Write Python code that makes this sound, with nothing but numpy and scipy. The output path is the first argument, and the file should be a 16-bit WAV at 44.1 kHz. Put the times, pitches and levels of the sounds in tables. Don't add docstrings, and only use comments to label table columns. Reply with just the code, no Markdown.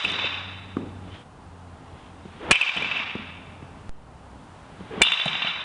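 import sys
import numpy as np
from scipy import signal
from scipy.fft import rfft, irfft
from scipy.io import wavfile
from scipy.ndimage import uniform_filter1d

SR = 44100
rng = np.random.default_rng(int(sys.argv[2]) if len(sys.argv) > 2 else 0)


def undo_db(level):
    steps = np.asarray(level, float) / 20
    return 10 ** steps


def materialize(psi):
    bounded = np.clip(np.atleast_2d(psi).T, -1, 1)
    quanta = np.round(bounded * 32767).astype(np.int16)
    wavfile.write(sys.argv[1], SR, quanta)


N = 248724
T = np.arange(N) / SR

BLOW_S = [2.5102, 5.0172]
RING_START_S = [-.2125, 2.5102, 5.0172]
SHOT_END_S = [1.2245, 3.8937, 5.64]
# frequency in Hz, density in dB per Hz.
CRACK = [(180, -58), (300, -32.5), (422, -13.5), (1030, 1), (1980, -1), (2670, 9), (3650, -1),
         (4240, -39.5), (5540, -41), (8530, -28), (10500, -47), (13600, -82.5), (22000, -120)]
# frequency in Hz, density in dB per Hz.
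VENTILATION = [(12, -60), (20, -4), (92, -8), (130, -8.5), (266, -12), (376, -18), (403, -15), (532, -18.5),
               (806, -14.5), (1280, -20.5), (2330, -32), (2810, -31), (5000, -44.5), (6500, -66.5),
               (11000, -120)]
# frequency in Hz, density in dB per Hz.
HISS = [(1000, -12.5), (4000, 0), (8000, -2), (10500, -3)]


def unit(x):
    return x / np.sqrt(np.mean(x ** 2))


def colour(x, points):
    hz, db = np.transpose(points)
    bins_hz = np.arange(len(x) // 2 + 1) * SR / len(x)
    curve_db = np.interp(np.log(bins_hz + 1), np.log(hz), db)
    return irfft(rfft(x) * undo_db(curve_db), len(x))


def mode(x, hz, width):
    return signal.lfilter(*signal.iirpeak(hz, hz / max(width, 3.), fs=SR), x)


def walk(rate):
    k = int(SR / rate)
    held = np.repeat(rng.standard_normal(N // k + 1), k)
    return 0.98 * uniform_filter1d(held, k)[:N]


def add(out, s, x):
    i = int(s * SR)
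    out[i:i + len(x)] += x[:len(out) - i]


def since(s):
    return np.clip(T - s, 0, None)


def blows():
    # strength in dB, crack in dB, floor bounce delay in seconds, bounce in dB, gain pull-down in dB.
    strikes = [
        (10, -0.5, .0053, -0.5, -10.5),
        (10, -1.5, .0045, -14.5, -17.5),
    ]
    # frequency in Hz, level in dB, T60 in seconds.
    pings = [
        [(2448, -3.5, 0.027), (2600, -23, 0.027), (2757, -2.5, 0.018), (2415, -25.5, 0.033),
         (3330, -21.5, 0.11)],
        [(2348, -0.5, 0.085), (2848, -1.5, 0.039), (2556, -1.5, 0.012), (3537, -13, 0.27), (2190, -15.5, 0.033)],
    ]
    contact_s, pull_down_s = 0.0005, 0.0068
    out, t = np.zeros(N), T[:SR // 5]
    push = np.sin(np.pi * np.clip(t / contact_s, 0, 1))
    late = np.clip(t - contact_s, 0, 1)
    for s, tones, (db, crack_db, bounce_s, bounce_db, pull_db) in zip(BLOW_S, pings, strikes):
        ring = 0
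        for hz, tone_db, t60 in tones:
            ring = ring - undo_db(tone_db) * np.sin(2 * np.pi * hz * late) * 1000 ** (-late / t60)
        noise = rng.standard_normal(len(t))
        crack = mode(mode(noise, 1300, 2500), 1300, 5000) * np.exp(-t / 0.0055)
        crack += undo_db(-17) * mode(noise, 6500, 5000) * np.exp(-t / 0.0026)
        ping = push + undo_db(crack_db) * crack + ring
        add(ping, bounce_s, undo_db(bounce_db) * ping[:-int(bounce_s * SR)])
        pull = np.clip((t - pull_down_s) / 0.0007, 0, 1)
        add(out, s, undo_db(db + pull_db * pull) * ping)
    return out


def echo(hz, other_hz, crack_db, smear_s, width_hz):
    t = T[:SR // 12]
    burst = rng.standard_normal(len(t)) * np.exp(-t / smear_s)
    tone = 0
    for f, share in ((hz, 1), (other_hz, 0.6), (3020, 0.45)):
        tone = tone + share * mode(mode(mode(burst, f, 110.), f, 600.), f, 900.)
    front = burst * np.exp(-t / 0.004) + 6 * (t == t[8])
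    crack = mode(np.roll(colour(np.roll(front, 100), CRACK), -100), 1300, width_hz)
    sound = tone / np.abs(tone).max() + undo_db(crack_db) * crack / np.abs(crack).max()
    sound = sound * np.clip(t / 0.0002, 0, 1)
    sound = sound * np.clip((t[-1] - t) / 0.03 - 0.3, 0, 1)
    return sound / np.abs(sound).max()


def absorb(x, start_s):
    loss_db_per_s = 33.5
    hz, s, frames = signal.stft(x, SR, nperseg=256)
    loss_db = loss_db_per_s * (hz[:, None] / 8000) ** 2 * np.clip(s - start_s, 0, 1)
    return signal.istft(frames * undo_db(-loss_db), SR, nperseg=256)[1][:N]


def hall():
    # frequency in Hz, width in Hz, level in dB in swings one, two and three.
    barrel_modes = [(2360, 86, -25, 4, -22), (2344, 10, -12, 2, 15), (2395, 22, -5, 5, -2),
                    (2605, 14, -4, 11, -14), (2860, 5.7, -2, -23.5, 10.5), (3090, 7, -17.5, -14, -18.5),
                    (3030, 28, -4.5, -2.5, 9), (3280, 63, -19, -11, -33), (3750, 39, -11, -44.5, 3),
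                    (3420, 86, -25.5, -2, -14), (3640, 29, -14, -8, -20), (3840, 110, -19, -15, -3),
                    (3860, 63, -12, -16.5, 1.5), (3537, 120, -4.5, -12.5, 4)]
    # level in dB, crack against the barrel tones in dB.
    rings = [
        (-31.5, -1),
        (-33, -1),
        (-31, -1.5),
    ]
    sheens_db = [-13, -13.5, -16]
    # delay in seconds, peak in dB.
    flutter = [(.1025, -9.5), (0.1816, -14.5), (0.262, -15), (0.3351, -17.5), (0.4036, -14.5)]
    flutter_trim_db = [-1.5, -1, 0.5]
    snaps_db = [-34, -60]
    loud_tones_hz = [(2600, 3600), (2605, 2395), (2780, 3560)]
    # delay in seconds, peak in dB, smear in seconds.
    clumps = [(.014, -10.5, 0.0058), (.033, -15, 0.023), (.053, -21, 0.0081), (.116, -15, 0.0088),
              (.152, -19.5, 0.019), (.194, -50, 0.0029), (.288, -43, 0.0077), (.312, -18.5, 0.0024),
              (.344, -26, 0.0036), (.438, -26, 0.01), (.453, -18, 0.023), (.48, -21, 0.0063),
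              (.52, -31, 0.0033), (.584, -25, 0.0081)]
    # time in seconds, peak in dB, Hz, smear in seconds.
    strays = [
        [(.0478, -13.5, 2600, 0.0032), (.1314, -27, 3340, 0.0054), (.2418, -21, 2730, 0.0042),
         (.3386, -24, 2680, 0.0039)],
        [(2.5555, -8.5, 2430, 0.0034), (2.7666, -23.5, 3000, 0.0082)],
        [(5.0324, -19, 2910, 0.0066), (5.0494, -17, 2880, 0.041), (5.0694, -13, 3590, 0.01),
         (5.0844, -21.5, 3350, 0.0089), (5.2114, -16, 3550, 0.007)],
    ]
    build_s, hold_s, swell_db_s, fall_db_s = 0.0051, 0.47, 7, 46.5
    sheen_curve = [(3300, -30), (4050, 7), (5000, 4.5), (6500, -3.5), (10500, -15.5)]
    wall_limit = signal.cheby1(6, 1, 3960, fs=SR, output="sos")
    out = np.zeros(N)
    for swing, ((db, crack_db), start_s, end_s) in enumerate(zip(rings, RING_START_S, SHOT_END_S)):
        arrivals = rng.standard_normal(N) * undo_db(1.5 * walk(150))
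        barrel = unit(sum(undo_db(row[2 + swing]) * mode(arrivals, row[0], row[1]) for row in barrel_modes))
        barrel = signal.sosfilt(wall_limit, barrel)
        sheen = undo_db(sheens_db[swing]) * unit(colour(arrivals, sheen_curve))
        crack = undo_db(crack_db) * unit(colour(arrivals, CRACK))
        fall_db = fall_db_s * since(start_s + hold_s) - swell_db_s * since(start_s)
        shape = (1 - np.exp(-since(start_s) / build_s)) * undo_db(db - fall_db) * (T < end_s)
        heard = shape * (barrel + sheen + crack)

        tones = loud_tones_hz[swing]
        returns = []  # time, peak dB, then what echo() takes
        for k, (s, peak_db) in enumerate(flutter):
            pair = tones[k % 2], tones[1 - k % 2]
            returns.append((start_s + s, peak_db + flutter_trim_db[swing], *pair, 2, 0.004, 9000.))
        for k, (s, peak_db, smear_s) in enumerate(clumps):
            pair = tones[k % 2], tones[1 - k % 2]
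            returns.append((start_s + s, peak_db, *pair, -5, smear_s, 4000.))
        for s, peak_db, hz, smear_s in strays[swing]:
            returns.append((s, peak_db, hz, tones[0], -3, smear_s, 6000.))
        for s, peak_db, *look in returns:
            if 0 <= s < end_s:
                add(heard, s, undo_db(peak_db + 2) * echo(*look))

        for (delay_s, _), snap_db in zip(flutter, snaps_db):
            s = start_s + delay_s
            heard += (T >= s) * undo_db(snap_db) * np.exp(-since(s) / 0.0032) * mode(arrivals, 5600, 7000)
        out += absorb(heard, start_s)
    return out


def thuds():
    # start in seconds, peak in dB, body in Hz, knock in Hz, knock against body in dB.
    soft_blows = [(0.041, -31.5, 297, 960, -21), (0.241, -37, 107, 677, 9.5), (0.834, -31.5, 104, 437, -28),
                  (2.254, -27.5, 206, 400, -1), (2.762, -31, 185, 914, 1), (2.82, -33, 183, 570, 8.5),
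                  (2.998, -32.5, 210, 877, 5.5), (3.153, -17, 221, 364, -1), (3.623, -29, 135, 363, -4),
                  (4.357, -35, 214, 755, -13), (4.805, -29, 185, 473, -2), (4.977, -20.5, 201, 447, -14),
                  (5.445, -27, 186, 890, 0.5)]
    slams = [
        (.7676, -9, 275, 1400, -10),
        (.803, -21, 250, 430, -18),
        (5.2585, -19, 175, 900, 1),
    ]
    events = [(*row, 5.77) for row in soft_blows] + [(*row, 5.76) for row in slams]
    out, t = np.zeros(N), T[:SR]
    rise = (1 - np.exp(-t / 0.0011)) ** 2
    for s, db, hz, knock_hz, knock_db, cycles in events:
        t60 = cycles / hz
        body = -np.sin(2 * np.pi * hz * t) * 1000 ** (-t / t60)
        sag_hz = hz + (knock_hz - hz) * np.exp(-t / 0.013)
        knock = -np.sin(2 * np.pi * np.cumsum(sag_hz) / SR) * 1000 ** (-1.2 * t / t60)
        tick = mode(mode(rng.standard_normal(SR), 1200, 1200), 1200, 1800) * np.exp(-t / 0.0021)
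        tail = unit(mode(mode(rng.standard_normal(SR), 0.94 * hz, 0.2 * hz), hz, 3 * hz))
        tail *= (1 - np.exp(-t / 0.011)) * 1000 ** (-t / 0.48)
        thud = body + undo_db(knock_db) * (knock + tick) + undo_db(-22.5) * tail
        add(out, s, undo_db(db + 4.5) * rise * thud)
    return out


def netting():
    # start in seconds, rumble in dB, rustle in dB.
    shakes = [
        (.042, -36.5, -55),
        (2.765, -39, -56),
        (5.256, -43.5, -53.5),
    ]
    # start in seconds, peak in dB.
    clicks = [(0.0994, -31), (0.1183, -23.5), (2.823, -31), (2.9774, -36.5), (5.14, -30.5), (5.2244, -46)]
    rumble_t60_s, rustle_t60_s, snap_db, snap_s = 1.4, 0.4, 13.5, 0.0037
    rumble = unit(mode(unit(colour(rng.standard_normal(N), VENTILATION)), 350, 500))
    rustle = unit(colour(rng.standard_normal(N), HISS))
    out = np.zeros(N)
    for s, db in clicks:
        out += (T >= s) * undo_db(db - 10) * np.exp(-since(s) / 0.002) * rustle
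    for s, low_db, high_db in shakes:
        low = undo_db(low_db) * rumble * 1000 ** (-since(s) / rumble_t60_s)
        fade = 1000 ** (-since(s) / rustle_t60_s) + undo_db(snap_db) * np.exp(-since(s) / snap_s)
        high = undo_db(high_db + 2 * walk(60)) * rustle * fade
        out += (T >= s) * (low + high)
    return out


def swishes():
    # lead before the blow in seconds, level in dB, starting Hz, final Hz.
    swings = [
        (0.121, -34, 480, 205.5),
        (0.124, -35, 418, 470.4),
    ]
    rush_curve = [(150, 3.5), (500, 0.5), (1200, -2), (3500, -14), (4300, -41.5), (10000, -62.5)]
    cloth_curve = [(300, -3), (1500, -3), (3600, -6.5), (4500, -18), (10000, -47)]
    out = np.zeros(N)
    for (lead_s, swish_db, hz0, hz1), blow_s in zip(swings, BLOW_S):
        away_s = np.abs(blow_s - T)
        db = swish_db + 13 * np.exp(-away_s / 0.016)
        hz = np.interp(T, [blow_s - lead_s, blow_s], [hz0, hz1])
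        flow = unit(mode(mode(rng.standard_normal(N), 80, 170), 80, 400))
        eddies = np.real(signal.hilbert(flow) * np.exp(2j * np.pi * np.cumsum(0.7 * hz) / SR))
        rush = unit(colour(rng.standard_normal(N), rush_curve))
        cloth = unit(colour(rng.standard_normal(N), cloth_curve))
        out += (T < blow_s) * undo_db(-44.5) * np.exp(-away_s / 0.2) * cloth
        rise = np.clip(since(blow_s - lead_s) / 0.042, 0, 1)
        out += rise * (T < blow_s) * undo_db(db) * (0.6 * eddies + 0.7 * rush)
    return out


def footwork():
    # start in seconds, loudest in seconds, end in seconds, level in dB.
    scuffs = [
        (1.03, 1.16, 1.236, -49),
        (1.86, 2.044, 2.13, -55.5),
    ]
    # start in seconds, length in seconds, starting Hz, final Hz, blur in Hz, level in dB.
    squeaks = [
        (4.903, .052, 455, 430, 15, -34),
        (1.095, .125, 2980, 3280, 130, -54),
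    ]
    scuff_curve = [(400, -12), (1500, -2.5), (3300, 2.5), (4500, -13.5), (10000, -43)]
    out = np.zeros(N)
    for start_s, loudest_s, end_s, top_db in scuffs:
        db = top_db - 11.5 * np.interp(T, [start_s, loudest_s, end_s], [1, 0, 1])
        on = (T >= start_s) & (T < end_s)
        out += on * undo_db(db + 2 * walk(110)) * unit(colour(rng.standard_normal(N), scuff_curve))
    for s, length, hz0, hz1, blur_hz, db in squeaks:
        t = T[:int(length * SR)]
        jitter = unit(signal.lfilter(*signal.butter(2, blur_hz, fs=SR), rng.standard_normal(SR)))
        slip = 1 + jitter[-len(t):] * blur_hz / 100
        turn = 2 * np.pi * np.cumsum(hz0 + (hz1 - hz0) * t / length) / SR
        add(out, s, undo_db(db) * np.sin(np.pi * t / length) ** 0.5 * slip * np.sin(turn))
    return out


def gain_db():
    # time in seconds, dip in dB, release in seconds.
    dips = [
        (1.2225, 3.5, 1),
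        (3.8937, 10, 0.24),
    ]
    duck_db, attack_s, duck_release_s = 21, 0.056, 0.38
    down_db = np.zeros(N)
    for s, end_s in zip(RING_START_S, SHOT_END_S):
        dive = 1 - np.exp(-since(s) / attack_s)
        down_db += duck_db * dive * np.exp(-since(s) / duck_release_s) * (T < end_s)
    for s, db, release_s in dips:
        down_db += db * (T >= s) * np.exp(-since(s) / release_s)
    return -down_db


def background():
    # start in seconds, length in seconds, frequency in Hz, level in dB.
    motor_runs = [(0.065, 1.09, 93.5, -38.5), (1.453, 0.3, 87.8, -41), (1.86, 0.1, 85.6, -44),
                  (2.076, 0.27, 90, -46.5), (2.85, .92, 87, -45), (3.796, 0.087, 93, -45),
                  (3.968, 0.42, 65, -45.5), (4.497, .08, 94, -48), (4.78, 0.07, 97, -44.5)]
    low, high = (colour(rng.standard_normal(N), VENTILATION) for _ in range(2))
    split = signal.butter(1, 500, fs=SR)
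    air = undo_db(1.5 * walk(8)) * signal.lfilter(*split, low)
    air += undo_db(0.7 * walk(4)) * (high - signal.lfilter(*split, high))
    hum = 0
    wander, flicker_db = 1 + 0.005 * walk(2.1), walk(7.2)
    for s, length, hz, run_db in motor_runs:
        on = uniform_filter1d(1. * ((T >= s) & (T < s + length)), 900)
        turn = 2 * np.pi * np.cumsum(hz * wander) / SR
        tone = np.sin(turn) + 0.3 * np.sin(2 * turn) + 0.17 * np.sin(3 * turn)
        hum += on * undo_db(run_db + flicker_db + 1) * tone
    hiss = undo_db(-61) * unit(colour(rng.standard_normal(N), HISS))
    return undo_db(gain_db()) * (undo_db(-43.5) * unit(air) + hum + hiss)


def scene():
    return (blows() + hall() + thuds() + netting() + swishes() + footwork() + background())[None]


def low_pass(x):
    return signal.sosfilt(signal.butter(12, 11210, fs=SR, output="sos"), x)


def record(dry):
    # seconds after a blow, level in dB.
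    ceiling = [(0, 0), (.0068, 0), (.009, -3.2), (.02, -3.6), (.035, 0)]
    change_s, offset_db, offset_decay_s = 3.8937, -26, 0.044
    x = signal.sosfilt(signal.butter(2, 54.6, "high", fs=SR, output="sos"), dry)
    after_s, db = np.transpose(ceiling)
    top = 0.425 * undo_db(sum(np.interp(T - s, after_s, db) for s in BLOW_S))
    x = x / (1 + np.abs(x / top) ** 3) ** (1 / 3)
    x = x + undo_db(offset_db) * (T >= change_s) * np.exp(-np.abs(T - change_s) / offset_decay_s)
    x = signal.filtfilt(signal.firwin(65, 10500, window=("kaiser", 2.2), fs=SR), 1, x)
    return low_pass(x)


dry = scene()
out = record(dry)
materialize(out)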